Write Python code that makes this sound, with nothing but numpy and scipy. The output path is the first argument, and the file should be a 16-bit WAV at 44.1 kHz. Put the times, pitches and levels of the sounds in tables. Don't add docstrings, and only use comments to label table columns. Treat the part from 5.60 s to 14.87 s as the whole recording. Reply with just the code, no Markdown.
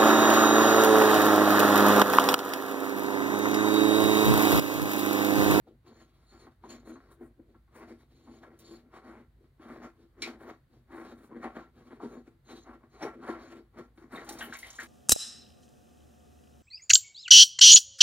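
import sys
import numpy as np
from scipy import signal
from scipy.fft import rfft, irfft, next_fast_len
from scipy.io import wavfile
from scipy.ndimage import uniform_filter1d, map_coordinates

SR = 44100
rng = np.random.default_rng(int(sys.argv[2]) if len(sys.argv) > 2 else 0)


def store_wav(level_fs):
    pcm = np.round(np.clip(np.atleast_2d(level_fs), -1, 1) * 32767)
    wavfile.write(sys.argv[1], SR, pcm.T.astype(np.int16))


def volts(x):
    e = np.asarray(x, float) / 20
    return 10 ** e


N = 408884
SIZE = next_fast_len(N + SR)
HZ = np.arange(SIZE // 2 + 1) * SR / SIZE + 1e-3


def unit(x):
    return x / np.sqrt(np.mean(np.abs(x) ** 2))


def shape(table):
    hz, db = np.transpose(table)
    return volts(np.interp(np.log(HZ), np.log(hz), db))


def band(lo_hz, hi_hz):
    zeros, poles, gain = signal.butter(3, [lo_hz, hi_hz], "band", analog=True, output="zpk")
    return signal.freqs_zpk(zeros, poles, gain, HZ)[1]


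def peaks(table):
    power = 0
    for centre, width, db in table:
        damping = (width * HZ) ** 2
        power = power + volts(db) ** 2 * damping / ((centre ** 2 - HZ ** 2) ** 2 + damping)
    return power


def walk(rate):
    k = int(SR / rate)
    steps = np.repeat(rng.standard_normal(N // k + 1), k)
    return uniform_filter1d(steps, k)[:N]


def swells(table, t):
    gain = 0
    for start, length, db in table:
        half_sine = np.abs(np.sin(np.pi * np.clip((t - start) / length, 0, 1)))
        gain = gain + volts(db) * half_sine ** 0.43
    return gain


# frequency in Hz, relative level per Hz in dB.
ROOM_COLOUR = [(20, -41), (43, -14.5), (53, -4.5), (66, -10), (85, -8), (110, -12), (130, -7), (170, -20),
               (330, -29.5), (600, -35.5), (2000, -40), (2600, -47), (4500, -46.5), (5200, -56),
               (15800, -53)]


def rumble():
    mid, side = (rfft(rng.standard_normal(SIZE)) * shape(ROOM_COLOUR) for _ in range(2))
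    apart = np.clip(HZ / 750.0, .06, .8)
    air = irfft(mid + apart * side * np.array([[1], [-1]]), SIZE)[:, :N]
    return volts(-65) * unit(air)


def hum():
    hz = 53.45 + 2.53 * walk(6.1)
    level = volts(-68.5 + 0.78 * walk(5.4))
    return np.sqrt(2) * level * np.sin(2 * np.pi * np.cumsum(hz) / SR)


# frequency in Hz, rms level in dB.
WHINE_TONES = [(9450, -101), (12550, -102)]


def whines():
    t = np.arange(N) / SR
    return sum(volts(db) * np.sqrt(2) * np.sin(2 * np.pi * hz * t) for hz, db in WHINE_TONES)


# frequency in Hz, width in Hz without the hand, relative level in dB.
BODY_NOTES = [(133, 26, -1), (220, 41, -7), (260.8, 3.2, 2.5), (335.2, 3.6, 7), (372, 18, -5.5),
              (406.4, 18, -2), (471, 26, -7), (629.5, 1.4, -5.5), (710, 5.5, -10.5), (763, 2.3, -5.5),
              (1090, 30, -4), (1357, 1.7, -4), (1655, 12, -14), (1907, 9.1, -9.5), (2050, 8.7, -14.5),
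              (2223, 16, -16.5), (2530, 31, -24), (3155, 240, -25.5), (3780, 85, -22.5), (4110, 50, -31),
              (5650, 560, -29.5), (6840, 240, -32), (9250, 730, -32.5), (14400, 1600, -44)]
# frequency in Hz, relative level in dB.
BODY_WASH = [(100, -16), (190, -18.5), (240, 7.5), (295, -32), (400, -11.5), (1200, -10.5), (2100, -19),
             (2700, -28.5), (4600, -22), (5200, -36), (15500, -50)]


def body():
    grip_damp_hz = 13
    power = peaks(np.add(BODY_NOTES, [0, grip_damp_hz, 0])) + shape(BODY_WASH) ** 2
    cepstrum = irfft(np.log(power), SIZE)
    cepstrum[0] /= 2
    cepstrum[SIZE // 2:] = 0
    return np.exp(rfft(cepstrum))


def pick(hz, centre_hz, width):
    spread = 1j * hz * centre_hz * width
    return (spread / (centre_hz ** 2 - hz ** 2 + spread)) ** 2


def blows(table, ring, chatter_db):
    out, n = np.zeros(SIZE), 8192
    t = np.arange(n) / SR
    keep = (np.arange(n + 1) * SIZE / (2 * n)).astype(int)
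    fade = np.cos(np.pi / 2 * t * SR / n)
    for start, t60, parts in table:
        noise = rng.standard_normal(n)
        push = volts(chatter_db) * noise * np.abs(noise) * np.exp(-np.log(1000) * t / max(t60, .01))
        push[0] = 1
        first = int(start * SR)
        for db, hz, width in parts:
            x = irfft(rfft(push, 2 * n) * pick(HZ[keep], hz, width) * ring[keep])
            out[first:first + n] += volts(db) * (x[:n] / np.abs(x).max()) * fade
    return rfft(out)


# start in seconds, peak level in dB, centre in Hz, time to decay by 60 dB in seconds,
# width as a share of the centre.
TICK_BLOWS = [(2.99, -50, 10300, 0.12, 2), (4.62, -27.5, 4600, 0.089, 0.86), (7.424, -44, 5650, .08, .06),
              (8.557, -44.5, 3700, .06, .08), (8.645, -49, 8700, 0.16, .9), (8.69, -29.5, 6750, 0.077, 1.8),
              (8.723, -37, 9400, 0.15, 1.7), (8.786, -36, 7000, 0.13, 0.88), (8.825, -41, 11500, .12, 0.33),
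              (8.843, -43, 12000, 0.16, 0.67), (8.937, -38.5, 6900, 0.091, 0.32),
              (8.968, -46, 12100, 0.083, 0.31), (8.987, -36, 9400, 0.11, 1.7),
              (9.005, -50, 10500, 0.18, 0.35), (9.068, -47.5, 9000, 0.059, 0.53),
              (9.103, -38, 6440, 0.062, 0.39), (9.129, -45, 6840, 0.073, 0.37),
              (9.154, -43, 7000, 0.17, 0.34), (9.2, -42.5, 7050, 0.14, 0.27),
              (9.23, -41.5, 9300, 0.092, 0.97)]


def ticks(ring):
    rows = [(start, t60, [(db, hz, width)]) for start, db, hz, t60, width in TICK_BLOWS]
    return blows(rows, ring / shape(BODY_WASH) ** 0.44, 0.0)


# start in seconds, peak level in dB, centre in Hz, width as a share of the centre,
# housing thud in dB relative to the knock.
KNOCK_BLOWS = [(0.069, -52.5, 710, 0.53, -6), (0.071, -63.5, 1350, 0.29, -15),
               (0.869, -45.5, 1034, 0.97, -2.5), (1.038, -39.5, 920, 0.64, -8),
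               (1.357, -45, 1030, 1.3, 1.5), (1.608, -52, 690, 0.36, 14.5), (1.793, -59, 410, 0.6, 11.5),
               (1.945, -55.5, 1050, 1.3, 3), (2.078, -62.5, 1050, 0.95, -2), (2.673, -48.5, 906, 0.82, 0.5),
               (2.833, -43.5, 1090, 1.5, -19), (2.835, -49.5, 1690, 0.12, -44), (3.842, -58, 920, 5.5, -1),
               (3.996, -52, 1090, 1.2, 7.5), (4.62, -35.5, 2450, 0.15, -21),
               (4.621, -28, 4000, 0.83, -12.5), (4.629, -32, 2430, .2, -18), (4.634, -37, 3850, 0.16, -24),
               (4.648, -45, 2380, 0.12, -21), (5.304, -51, 1090, 0.78, 3.5), (5.713, -49.5, 980, 0.21, 0),
               (5.842, -32.5, 850, 0.53, -3), (6.4, -40, 924, 0.42, -24.5), (6.433, -48.5, 958, 0.11, 9),
               (7.074, -42.5, 787, 1.2, -11), (7.411, -52, 770, 0.63, -1), (7.444, -29, 430, 0.45, -19),
               (7.682, -34.5, 1360, 1.2, -19), (7.685, -25, 360, 0.57, -24), (8.172, -54, 910, 1.6, -1),
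               (8.376, -50, 1510, 3.7, 2), (8.528, -45.5, 1500, 0.6, 5.5), (8.574, -38.5, 1980, 0.26, -27),
               (8.81, -31.5, 1670, 0.28, -25), (8.806, -35, 2920, 0.24, -19),
               (8.825, -40.5, 2970, 0.12, -28), (8.924, -31, 1620, 0.55, -26),
               (8.949, -35.5, 2240, 0.35, -33), (9.028, -34.5, 2050, 0.1, -30),
               (9.045, -42, 2140, 0.25, -24), (9.186, -30, 1700, 0.26, -34),
               (9.197, -33.5, 1910, 0.57, -24), (9.211, -38, 1680, 0.4, -21),
               (9.225, -43.5, 1590, 0.44, -4)]


def knocks(ring):
    rows = []
    for start, db, hz, width, thud_db in KNOCK_BLOWS:
        rows.append((start, 0.13, [(db, hz, width), (db + thud_db, 300., .5)]))
    return blows(rows, ring, -19.5)


# start in seconds, length in seconds, level in dB.
SQUEAL_SWELL = [(8.665, 0.1, -48)]


def squeal(t):
    start_hz, climb_hz_per_s = 830, 500
    hz = start_hz + climb_hz_per_s * np.clip(t - SQUEAL_SWELL[0][0], 0, 1) + 41.0 * walk(120.)
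    tone = np.sin(2 * np.pi * np.cumsum(hz) / SR)
    return volts(5.0 * walk(70.)) * tone * swells(SQUEAL_SWELL, t)


# start in seconds, length in seconds, level in dB, middle pitch of the upper ring in Hz.
RASP_STROKES = [(0.265, 0.2, -70.5, 6750), (0.662, .2, -68.5, 6940), (1.033, 0.18, -67.5, 6880),
                (1.091, 0.043, -54.5, 6900), (1.248, 0.14, -67, 6830), (2.542, 0.26, -73.5, 6870),
                (3.037, 0.14, -62, 6860), (6.489, 0.11, -74.5, 6660), (6.849, 0.2, -65.5, 6570),
                (7.297, 0.2, -72, 6480), (7.785, 0.16, -73.5, 6660)]
# frequency in Hz, width in Hz, relative level in dB.
COLLAR_NOTES = [(3500, 570, -9), (4260, 120, 10), (6775, 96, 7.5), (9300, 630, -5.5)]


def rasp(fine, t):
    rows = np.array(RASP_STROKES)
    pitch = np.interp(t, rows[:, 0], rows[:, 3]) / COLLAR_NOTES[2][0] + .03 * walk(25.)
    response = unit(np.sqrt(peaks(COLLAR_NOTES)) * band(2340.0, 8500.0))
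    ringing = irfft(rfft(fine, SIZE) * response, SIZE)[:N]
    shifted = map_coordinates(ringing, [np.cumsum(pitch)], order=3, mode="mirror")
    return shifted * swells(rows[:, :3], t)


# start in seconds, length in seconds, level in dB.
FINGER_SLIDES = [(1.25, 0.07, -74), (1.5, 0.062, -79), (1.6, .1, -81), (2.14, 0.066, -75),
                 (2.97, 0.054, -80), (4.78, 0.12, -78), (5.31, 0.15, -85), (5.55, 0.14, -77),
                 (8.35, 0.079, -79.5), (8.52, 0.055, -65.5)]


def finger_rub(grit, t):
    return volts(-9.5) * grit + swells(FINGER_SLIDES, t)


# start in seconds, time held in seconds, housing shake in dB, pipe in dB relative to
# the housing, thread grit in dB relative to the pipe.
HAND_PUSHES = [(0.082, 0.0043, -51.5, -25, -1.5), (0.262, 0.16, -57.5, -7, -7),
               (0.478, 0.35, -73, -4, -3.5), (0.727, 0.14, -58.5, -4.5, -10),
               (1.041, 0.13, -52.5, -8, -12.5), (1.106, 0.011, -51.5, -5, 1),
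               (1.271, 0.054, -46.5, -11, -12.5), (1.37, 0.15, -61.5, -3.5, -12.5),
               (1.622, 0.004, -47, -12, -22), (1.799, 0.0048, -57.5, -17.5, -26),
               (1.885, 0.05, -60.5, -22, -4.5), (2.157, 0.077, -52, -3, -15),
               (2.283, 0.035, -47.5, -11, -10), (2.394, 0.02, -63.5, -7, -4), (2.501, 0.35, -65, -11, -0.5),
               (2.675, 0.088, -56, -8.5, -9), (2.835, 0.046, -55.5, -6, -20.5),
               (2.916, 0.015, -52, -10.5, -17), (3.002, 0.14, -58, -9.5, -2),
               (3.115, 0.035, -48, -11, -6.5), (3.246, 0.031, -58, -14.5, -46),
               (3.341, 0.031, -52.5, -1, -14.5), (3.446, 0.13, -50, -5.5, -16),
               (3.779, 0.087, -67.5, -22, 0), (4.021, 0.046, -53.5, -4.5, -16),
               (4.086, 0.13, -49, -5.5, -15.5), (4.23, 0.024, -48, -2.5, -14.5),
               (4.393, 0.031, -59, -12, -5), (4.584, 0.081, -50.5, -8, -25), (4.671, 0.031, -43, -4, -24),
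               (4.632, 0.049, -57, -0.5, 2), (4.809, 0.096, -49.5, -3.5, -15),
               (5.134, 0.031, -59.5, -11, -6.5), (5.326, 0.092, -49, -2.5, -16.5),
               (5.45, 0.071, -48.5, -8, -12.5), (5.582, 0.061, -55, -6.5, -12),
               (5.722, 0.055, -44.5, -12.5, -17), (5.843, 0.0094, -41.5, -2, -18),
               (5.958, 0.032, -44, -3, -16.5), (6.164, 0.18, -55.5, -10, -7.5),
               (6.311, 0.0084, -48, -4.5, -24), (6.434, 0.015, -41, -12.5, -11),
               (6.511, 0.06, -46.5, -12, -13.5), (6.672, 0.0063, -55, -10, -9.5),
               (6.892, 0.088, -51, -6.5, -6), (7.07, 0.077, -51, -4.5, -21), (7.239, 0.012, -60, -6, -19.5),
               (7.332, 0.12, -58.5, -3, -11), (7.431, 0.012, -37, -1.5, -14.5),
               (7.475, 0.0053, -45.5, 2.5, -37), (7.554, 0.11, -49.5, -19.5, -9),
               (7.643, 0.093, -47.5, 2.5, -17.5), (7.715, 0.073, -48.5, -4, -29),
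               (7.795, 0.14, -53.5, -2.5, -11), (7.959, 0.024, -50, -12, -9.5),
               (8.179, 0.019, -44, -7, -14.5), (8.385, 0.059, -55, -6.5, -15.5),
               (8.54, 0.062, -41.5, -2.5, -13.5), (8.679, 0.1, -49, -3.5, -8.5),
               (8.793, 0.031, -47, 1.5, -7.5), (8.869, 0.017, -46, -5.5, -19),
               (8.934, 0.0028, -63, 12, -1.5), (9.002, 0.15, -67, 6.5, 0), (9.194, 0.041, -55, 1, -2.5)]


def pushes(t):
    rise_db_per_s, fall_db_per_s = 517, 260.5
    linger_db, linger_db_per_s = -20, 114
    start, held, shake_db, pipe_db, grit_db = np.transpose(HAND_PUSHES)[:, :, None]
    after = np.maximum(t - start - held, 0)
    fall_db = np.minimum(fall_db_per_s * after, linger_db_per_s * after - linger_db)
    fade_db = rise_db_per_s * np.maximum(start - t, 0) + fall_db
    levels = (shake_db, shake_db + pipe_db, shake_db + pipe_db + grit_db)
    return [np.sqrt(np.sum(volts(db - fade_db) ** 2, axis=0)) for db in levels]


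def slips(per_s, scatter_db, patchy_db):
    when, size = rng.random(N), rng.exponential(1, N)
    sign = rng.choice([-1., 1.], N)
    share = np.clip((per_s / SR - when) * SR / 100, 0, 1)
    return unit(share * sign * volts(scatter_db * np.minimum(size, 4) + patchy_db * walk(45.)))


def wander(x):
    spectrum = rfft(x, SIZE)
    thirds = np.clip(3 * np.log2(HZ / 200), 0, 19)
    out = 0
    for k in range(20):
        part = irfft(spectrum * np.clip(1 - np.abs(thirds - k), 0, 1), SIZE)[:N]
        out = out + volts(2.5 * walk(14)) * part
    return out


def thread(ring):
    t = np.arange(N) / SR
    housing, pipe, grit = (np.interp(t, t[::100], gain) for gain in pushes(t[::100]))
    coarse = wander(slips(534.0, 2.85, 2.9))
    fine = wander(slips(5150.0, 1.2, 2.94))
    # gain, roughness, lowest and highest Hz.
    parts = [(housing, coarse + 0.61 * fine, 195., 560.),
             (pipe, coarse + 1.25 * fine, 560., 2400.),
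             (grit, 0.15 * coarse + fine, 2500., 7500.),
             (finger_rub(grit, t), fine, 7500., 15800.)]
    out = rfft(rasp(fine, t), SIZE)
    for gain, rough, lo_hz, hi_hz in parts:
        out = out + rfft(unit(rough) * gain, SIZE) * unit(ring * band(lo_hz, hi_hz))
    return out


def tail(t60):
    t = np.arange(SR // 2) / SR
    x = rng.standard_normal(len(t)) * np.exp(-np.log(1000) * t / t60)
    return rfft(x / np.sqrt(np.sum(x ** 2)), SIZE)


# frequency in Hz, radians by which the left leads.
LEFT_LEAD = [(0, 0), (1100, -.5), (2300, -.9), (4400, -1.6), (4900, -3.14), (5500, -4.2), (7800, -4.2),
             (10400, -5.9), (11800, -6.28)]
# frequency in Hz, left minus right in dB.
LEFT_EXCESS = [(60, -1.5), (350, 2), (2000, 1), (4000, 0), (9000, -0.5)]


def at_ports(work, ring):
    lead = np.interp(HZ, *np.transpose(LEFT_LEAD))
    tilt = np.sqrt(shape(LEFT_EXCESS)) * np.exp(.5j * lead)
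    reach = np.clip(HZ / 2540.0, .1, 1) * np.clip(2300.0 / HZ, .85, 1)
    walls = volts(-5.5) * reach * np.array([tail(0.18), tail(0.18)])
    spread = volts(-21) * reach * thread(ring) * np.array([tilt, -1 / tilt])
    return irfft(work * (np.array([tilt, 1 / tilt]) + walls) + spread, SIZE)[:, :N]


def scene():
    background = rumble() + hum() + whines()
    ring = body()
    squealing = rfft(squeal(np.arange(N) / SR), SIZE)
    work = thread(ring) + knocks(ring) + ticks(ring) + squealing
    return at_ports(work, ring) + background


def top_cut(x):
    return signal.sosfilt(signal.butter(12, 16390, fs=SR, output="sos"), x)


def record(dry):
    low_pass = signal.ellip(10, .2, 70, 15800, fs=SR, output="sos")
    mix = signal.sosfilt(low_pass, dry)
    return top_cut(mix)


dry = scene()
out = record(dry)
store_wav(out)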